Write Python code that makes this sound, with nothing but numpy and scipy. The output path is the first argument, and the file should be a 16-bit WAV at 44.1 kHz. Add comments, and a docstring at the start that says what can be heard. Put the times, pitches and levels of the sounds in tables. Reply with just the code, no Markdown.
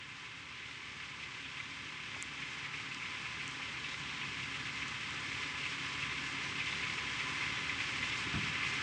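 """A diesel truck idles on a wet street at night: it clatters at every firing and a loose part knocks.
Noise bursts make the clatter; tones and rumble make the exhaust, and thin tones the pumps and pulleys.
Overhead a power line sizzles, made of random sparks; the arc flares and snaps as single clicks.
Near the end, low ringing modes make a dull double thud, like a vehicle door; a few light clacks are heard.
One mono microphone hears it all, with echoes from the street, and the whole place fades in steadily."""
import sys
import numpy as np
from scipy import signal
from scipy.fft import rfft, irfft
from scipy.io import wavfile

SR = 44100
rng = np.random.default_rng(int(sys.argv[2]) if len(sys.argv) > 2 else 0)


def digitize_waveform(pressure):
    """Quantize a signal to 16-bit integers and store it at the path in sys.argv[1].

    Rows of a 2-D input are taken as channels; values are limited to [-1, 1].
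    """
    field = np.atleast_2d(pressure).T
    bounded = np.clip(field, -1, 1)
    quanta = np.round(bounded * 32767).astype(np.int16)
    wavfile.write(sys.argv[1], SR, quanta)


N = 388962
T = np.arange(N) / SR  # time [s]

# Levels below are ahead of the fade-in; spectra give shape only, and each layer sets its own level.
# engine speed: time_s, firing_rate_hz
ENGINE_SPEED = [(0, 35.0), (4.7, 35.0), (4.9, 34.8), (6.5, 34.8), (6.7, 35.0), (8.82, 35.0)]
# broad colour of the engine's clatter: freq_hz, density_db (per Hz)
BLOCK_COLOUR = [(500, -53), (660, -31), (790, -16), (920, -14), (1150, -8), (1400, -9), (1850, -4.5),
                (2200, 1), (2600, -1.5), (2880, -4), (3150, -3), (3700, -9.5), (5000, -20), (9000, -44.5),
                (10500, -78)]
# ringing engine covers: centre_hz, width_hz, lift_db
COVER_RESONANCES = [(820, 14, 3.5), (1153, 26, 3), (1735, 50, 5.5), (1880, 40, -4), (2062, 36, 5.5),
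                    (2634, 80, 3.5)]
# brief lulls in the clatter: centre_s, depth_db, length_s (from the middle to 1/e)
CLATTER_LULLS = [(0.952, -2.5, 0.012), (1.176, -5.5, 0.017), (1.687, -3, 0.012), (2.718, -4.5, 0.014),
                 (2.896, -6, 0.012), (3.73, -2.5, 0.016), (3.977, -6, 0.022), (4.727, -6.5, 0.014),
                 (5.133, -4.5, 0.016), (5.531, -4, 0.016), (6.296, -4, 0.015), (6.967, -3.5, 0.012)]
# knocks of a loose part: start_s, level_db, ring_hz (where it rings most), build_up_s
LOOSE_PART_KNOCKS = [(0.01, -39, 2460, 0.012), (0.236, -40, 2310, 0.016), (0.616, -39, 2350, 0.0081),
                     (0.71, -37, 2380, 0.005), (0.984, -39.0, 2080, 0.016), (1.211, -38, 2550, 0.017),
                     (1.438, -39, 2630, 0.011), (1.595, -34, 2230, 0.007), (2.146, -38.0, 2000, 0.005),
                     (2.194, -39, 2280, 0.016), (2.223, -40, 2200, 0.0063), (2.415, -32.5, 2380, 0.0084),
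                     (2.639, -33.5, 2200, 0.012), (2.734, -36, 2260, 0.009), (2.763, -41, 2280, 0.017),
                     (2.91, -37, 2310, 0.0061), (3.015, -34.5, 2330, 0.009), (3.049, -37, 2250, 0.007),
                     (3.248, -38, 2330, 0.011), (3.393, -39.5, 2280, 0.016), (3.613, -39, 2530, 0.012),
                     (3.84, -34.5, 2300, 0.009), (3.939, -35.0, 2250, 0.005), (4.21, -35.0, 2510, 0.0095),
                     (4.817, -33, 2470, 0.0066), (5.421, -36, 2300, 0.013), (5.647, -36.5, 2480, 0.012),
                     (6.023, -34.5, 2550, 0.0064), (6.118, -35.5, 2230, 0.005), (6.175, -36.5, 2320, 0.005),
                     (6.596, -34.5, 2250, 0.012), (6.66, -36, 2500, 0.013), (6.72, -38, 2160, 0.006),
                     (6.82, -36, 2430, 0.012), (6.894, -37, 2160, 0.005), (6.978, -35.5, 2310, 0.0074),
                     (7.184, -36, 2260, 0.015), (7.418, -37.5, 2290, 0.016), (7.458, -37, 2290, 0.0086),
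                     (7.568, -39, 2210, 0.012), (7.689, -39, 2300, 0.007), (7.798, -33.5, 2280, 0.0079),
                     (8.021, -35.5, 2280, 0.015), (8.431, -36, 2200, 0.005), (8.476, -37, 2490, 0.012),
                     (8.547, -37, 2160, 0.005), (8.619, -36.5, 2420, 0.016), (8.659, -37, 2400, 0.007),
                     (8.731, -41, 2090, 0.02)]
# exhaust tones: multiple (of the firing rate), level_db (rms, before swell and drone level)
EXHAUST_TONES = [(2, -62.5), (3, -63), (3.5, -63), (4, -58.5), (4.5, -69.5), (5, -69.5), (6.5, -66)]
# overall level of the exhaust tones: time_s, level_db (added)
DRONE_LEVEL = [(0, 0.5), (3.2, -2), (3.7, 0.5), (4.8, 1.5), (5.4, -0.5), (6.4, 0), (8.82, -0.5)]
# low rumble of the engine: freq_hz, density_db (per Hz)
RUMBLE_COLOUR = [(20, -25), (40, -22), (55, -13.5), (80, -4), (120, -1), (160, -1.5), (200, -5.5),
                 (300, -5), (400, -9.5), (520, -15.5), (640, -22), (1200, -28), (4000, -57.5),
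                 (11000, -90.5)]
# whines of pumps and pulleys: pitch_hz, level_db (rms), waver_hz (rms)
PULLEY_WHINES = [(273, -58, 2.2), (400, -67.5, 2.2), (443.4, -70, 4), (548.3, -68.5, 3), (979, -68, 2.5),
                 (1012, -57, 3), (1032, -64, 3), (1170, -62, 3.4), (1327, -66, 3), (2083, -54, 6),
                 (2660, -61.5, 6)]
# hiss of the arc and the wet street, plus a faint separate band of treble near 13 kHz: freq_hz, density_db (per
# Hz)
SIZZLE_COLOUR = [(300, -22.5), (1000, 0), (2500, 7.5), (4200, 0.5), (5200, 1.5), (6500, -3.5), (8000, -8),
                 (9000, -15), (9700, -26), (10200, -53.5), (12100, -61.5), (13000, -36), (14500, -57),
                 (16500, -69.5)]
# flares of the arc: centre_s, level_db, length_s (from the middle to 1/e)
ARC_FLARES = [(0.70, -52, 0.22), (1.234, -44, 0.023), (1.384, -54, 0.05), (1.70, -52, 0.18),
              (3.90, -45, 0.081), (4.15, -48, 0.069), (5.15, -50, 0.078), (6.766, -53, 0.13)]
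# colour of a flare: freq_hz, density_db (per Hz)
FLARE_COLOUR = [(1000, -25), (2200, -9), (3000, -5.5), (3700, 1), (4600, -14.5), (7000, -17), (9000, -32),
                (10500, -66)]
# sharp snaps of the arc: centre_s, peak_db, brightness (0 to 1)
ARC_SNAPS = [(2.2259, -16, 1), (2.9466, -23.5, 0), (3.4796, -24.5, 0.5), (3.5133, -35, 0.6),
             (4.882, -27, 0.2), (5.107, -33, 0.4), (5.1471, -28, 0.06), (8.7405, -34, 0.3)]
# colour of the brightest snap: freq_hz, density_db (per Hz)
BRIGHT_SNAP_COLOUR = [(2000, -31), (5000, -17), (6300, 3), (7500, 9), (9400, -1), (10100, -22),
                      (16200, -39)]
# colour of the dullest snap: freq_hz, density_db (per Hz)
DULL_SNAP_COLOUR = [(1000, -21), (2500, -8), (3800, 4), (5500, 1), (7500, -5), (8600, -10), (9700, -33),
                    (11000, -60)]
# blows on the door: start_s, peak_db (before the bass cut and the tail), centre_hz (excited most)
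DOOR_BLOWS = [(8.259, -38, 310), (8.3385, -30, 175), (8.3486, -34, 82), (8.367, -31, 190),
              (8.419, -37.5, 200), (8.472, -42, 140)]
# modes of the door and cab: pitch_hz, level_db, t60_s
DOOR_MODES = [(55, 1, .1), (88, 1.5, .1), (119, 2.5, 0.085), (157, 0, 0.096), (199, -3.5, 0.098),
              (240, -8, .07), (314, -2.5, .07), (383, -3, 0.068)]
# light clacks and scuffs: centre_s, peak_db, centre_hz, length_s (from the middle to 1/e)
LIGHT_TAPS = [(2.137, -40, 2050, 0.009), (2.146, -37, 1200, 0.005), (2.164, -36, 660, 0.0025),
              (8.352, -33, 1310, 0.032)]


def amp(db):
    """Decibels to gain."""
    return 10 ** (np.asarray(db) / 20)


def evened(x):
    """Scales to rms 1."""
    return x / np.sqrt(np.mean(x ** 2) + 1e-20)


def read(points, hz):
    """Reads a spectrum in dB on a log-frequency axis."""
    f, value = np.transpose(points)
    return np.interp(np.log(hz + 1), np.log(f + 1), value)


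def coloured(x, colour):
    """Filters x by a function from Hz to dB; rms 1."""
    gain = amp(colour(np.fft.rfftfreq(len(x), 1 / SR)))
    return evened(irfft(rfft(x) * gain, len(x)))


def drift(hz):
    """Slow random wander of rms 1: low-passed noise with its corner at hz."""
    step = 100  # samples between coarse points
    pole = np.exp(-2 * np.pi * hz * step / SR)
    coarse = signal.lfilter([1], [1, -pole], rng.standard_normal(N // step + 2))
    return evened(np.interp(np.arange(N) / step, np.arange(len(coarse)), coarse))


def bump(s, length):
    """A smooth rise and fall around time s."""
    return np.exp(-np.minimum(((T - s) / length) ** 2, 50))


def impacts(per_s, spread_db):
    """A random train of tiny clicks, a few much larger than the rest."""
    sizes = amp(spread_db * np.minimum(rng.exponential(1, N), 4)) * rng.choice([-1, 1], N)
    return sizes * (rng.random(N) < per_s / SR)


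def add(mix, s, sound):
    """Mixes a sound in at time s."""
    part = mix[round(s * SR):][:len(sound)]
    part += sound[:len(part)]


def block_db(hz):
    """The engine's broad colour with the resonances of its covers."""
    covers = sum(db / (1 + (2 * (hz - f) / width) ** 2) for f, width, db in COVER_RESONANCES)
    return read(BLOCK_COLOUR, hz) + covers


def shaken(firings, lead, decay, wash, uneven_db):
    """Each firing shakes out a burst of tiny metal impacts; a steady wash of them fills the gaps."""
    # lead, age and decay are in firings
    count, age = np.divmod(firings + abs(lead), 1)
    strength = amp(uneven_db * rng.standard_normal(size=400))[count.astype(int)]
    burst = np.exp(-age / decay) * (1 - np.exp(-age / 0.13))
    return impacts(per_s=14000, spread_db=1.26) * (wash + strength * burst)


def clatter(firings, knock_db=-45, rattle_db=-41.0, split_hz=1800, limp_db=0.8, lope_db=0.65, throb_db=0.44):
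    """Combustion knock, with every second firing stronger, under a brighter rattle that throbs and lulls."""
    def low_db(hz):
        return block_db(hz) - 10 * np.log10(1 + (hz / split_hz) ** 12)

    def high_db(hz):
        return block_db(hz) - 10 * np.log10(1 + (split_hz / (hz + 1)) ** 12)

    cylinder_db = limp_db * np.cos(np.pi * firings) + lope_db * drift(hz=2.4)
    lulls_db = sum(db * bump(s, length) for s, db, length in CLATTER_LULLS)
    swell_db = throb_db * drift(hz=11) + lulls_db
    knock = shaken(firings, lead=0.13, decay=0.81, wash=1.2, uneven_db=1.0) * amp(cylinder_db)
    rattle = shaken(firings, lead=0.08, decay=0.35, wash=0.86, uneven_db=2.5) * amp(swell_db)
    return amp(knock_db) * coloured(knock, low_db) + amp(rattle_db) * coloured(rattle, high_db)


def chatter(ring_hz, rise, focus_db=9.0, octaves=0.33):
    """One knock: a brief burst of noise rings one region of the engine most."""
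    def colour_db(hz):
        distance = np.log2((hz + 1) / ring_hz) / octaves
        return block_db(hz) + focus_db * np.exp(-distance ** 2)

    t = np.arange(8192) / SR
    ring = coloured(rng.standard_normal(len(t)), colour_db)
    return ring * (t / rise * np.exp(1 - t / rise)) ** 1.7  # loudest at t = rise


def knocks():
    """A loose part chatters against the engine."""
    out = np.zeros(N)
    for s, db, ring_hz, rise in LOOSE_PART_KNOCKS:
        add(out, s, amp(db) * chatter(ring_hz, rise))
    return out


def drone(firings, rumble_db=-51.0, pulsing=0.14, swell_db=1.8, wobble_turns=0.058):
    """Unsteady exhaust tones over a rumble that pulses with the firings."""
    tones = np.zeros(N)
    for k, db in EXHAUST_TONES:
        multiple = np.round(2 * k) / 2  # whole and half multiples only
        turns = multiple * firings + rng.random() + wobble_turns * drift(hz=3.3)
        tones += amp(db + swell_db * drift(hz=4)) * np.sqrt(2) * np.sin(2 * np.pi * turns)
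    tones *= amp(np.interp(T, *np.transpose(DRONE_LEVEL)))
    puffs = rng.standard_normal(N) * (1 + pulsing * np.cos(2 * np.pi * firings))
    return tones + amp(rumble_db) * coloured(puffs, lambda hz: read(RUMBLE_COLOUR, hz))


def whines(flutter_db=3.5, flutter_hz=7):
    """Thin tones of turning parts, unsteady in pitch and level."""
    out = np.zeros(N)
    for hz, db, waver in PULLEY_WHINES:
        turns = np.cumsum(hz + waver * drift(hz=6.99)) / SR
        tone = np.sin(2 * np.pi * turns) * amp(flutter_db * drift(hz=flutter_hz))
        out += amp(db) * evened(tone)
    return out


def thuds(rise=0.006, octaves=0.86, cut_hz=52):
    """Soft blows ring the low modes of a door, each around its own pitch."""
    out, t = np.zeros(N), np.arange(SR // 3) / SR
    for s, peak_db, centre_hz in DOOR_BLOWS:
        ring = np.zeros(len(t))
        for hz, db, t60 in DOOR_MODES:
            excitation = np.exp(-(np.log2(hz / centre_hz) / octaves) ** 2)
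            ring += amp(db - 60 * t / t60) * excitation * np.sin(2 * np.pi * hz * t)
        ring *= 1 - np.exp(-(t / rise) ** 2)
        add(out, s, amp(peak_db) * ring / abs(ring).max())
    # a panel this size radiates little deep bass
    return signal.sosfilt(signal.butter(2, cut_hz, "highpass", fs=SR, output="sos"), out)


def taps(octaves=0.74):
    """Short dull clacks: noise grains, 6 dB down at the given octaves either side of the centre."""
    out, t = np.zeros(N), np.arange(-4096, 4096) / SR
    for s, db, centre_hz, length in LIGHT_TAPS:
        noise = rng.standard_normal(len(t))
        grain = coloured(noise, lambda hz: -6 * (np.log2((hz + 1) / centre_hz) / octaves) ** 2)
        grain *= np.exp(-(t / length) ** 2)
        add(out, s + t[0], amp(db) * grain / abs(grain).max())
    return out


def snaps():
    """Single sparks: very short clicks, from bright to dull."""
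    out = np.zeros(N)
    for s, db, brightness in ARC_SNAPS:
        bright = np.clip(brightness, 0, 1)

        def colour_db(hz):
            return bright * read(BRIGHT_SNAP_COLOUR, hz) + (1 - bright) * read(DULL_SNAP_COLOUR, hz)

        click = coloured(signal.unit_impulse(256, "mid"), colour_db)
        add(out, s - len(click) / 2 / SR, amp(db) * click / abs(click).max())
    return out


def flares():
    """Short spells of frying: sparks of very unequal size swell up and die away."""
    strength = sum(amp(db) * bump(s, length) for s, db, length in ARC_FLARES)
    sparks = impacts(per_s=5000, spread_db=5.5)
    return strength * coloured(sparks, lambda hz: read(FLARE_COLOUR, hz))


def sizzle(level_db=-45.0, flicker_db=0.94):
    """Thousands of tiny sparks and drops merge into a flickering hiss."""
    sparks = impacts(per_s=9000, spread_db=1.0) * amp(flicker_db * drift(hz=4.2))
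    return amp(level_db) * coloured(sparks, lambda hz: read(SIZZLE_COLOUR, hz))


def street(x, wet_db=-13, t60=0.36):
    """Scattered echoes from vehicles and house fronts ripple the spectrum."""
    delays = rng.uniform(.004, .12, size=40)  # s: detours of roughly 1 to 40 m
    echoes = np.zeros(SR // 4)
    echoes[(delays * SR).astype(int)] = rng.choice([-1, 1], len(delays)) * amp(-60 * delays / t60)
    wet = signal.oaconvolve(x, echoes / np.linalg.norm(echoes))[:N]
    return (x + amp(wet_db) * wet) / np.hypot(1, amp(wet_db))


def boom(x, tail_db=-8.0, t60=0.45, centre_hz=160):
    """The street rolls a low blow on as a dull, diffuse tail."""
    t = np.arange(SR // 2) / SR
    tail = rng.standard_normal(len(t)) * amp(-60 * t / t60) * (1 - np.exp(-t / 0.02))
    echo = signal.oaconvolve(x, tail / np.linalg.norm(tail))[:N]
    return x + amp(tail_db) * signal.lfilter(*signal.iirpeak(centre_hz, 1, SR), echo)


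def scene():
    """The idling truck, the arc, the thuds and the clacks, at one mono microphone."""
    firings = np.cumsum(np.interp(T, *np.transpose(ENGINE_SPEED))) / SR  # running count
    truck = street(clatter(firings) + knocks()) + drone(firings) + whines()
    arc = sizzle() + flares() + snaps()
    return (truck + arc + boom(thuds()) + taps())[None]


def record(dry, start_gain=0.29, edge_hz=16500):
    """A straight fade-in to full gain, then a steep low-pass at edge_hz."""
    faded = dry * np.linspace(start_gain, 1, N)
    lowpass = signal.firwin(255, edge_hz, window=("kaiser", 8), fs=SR)
    return signal.oaconvolve(faded, lowpass[None], "same")


dry = scene()
out = record(dry)
digitize_waveform(out)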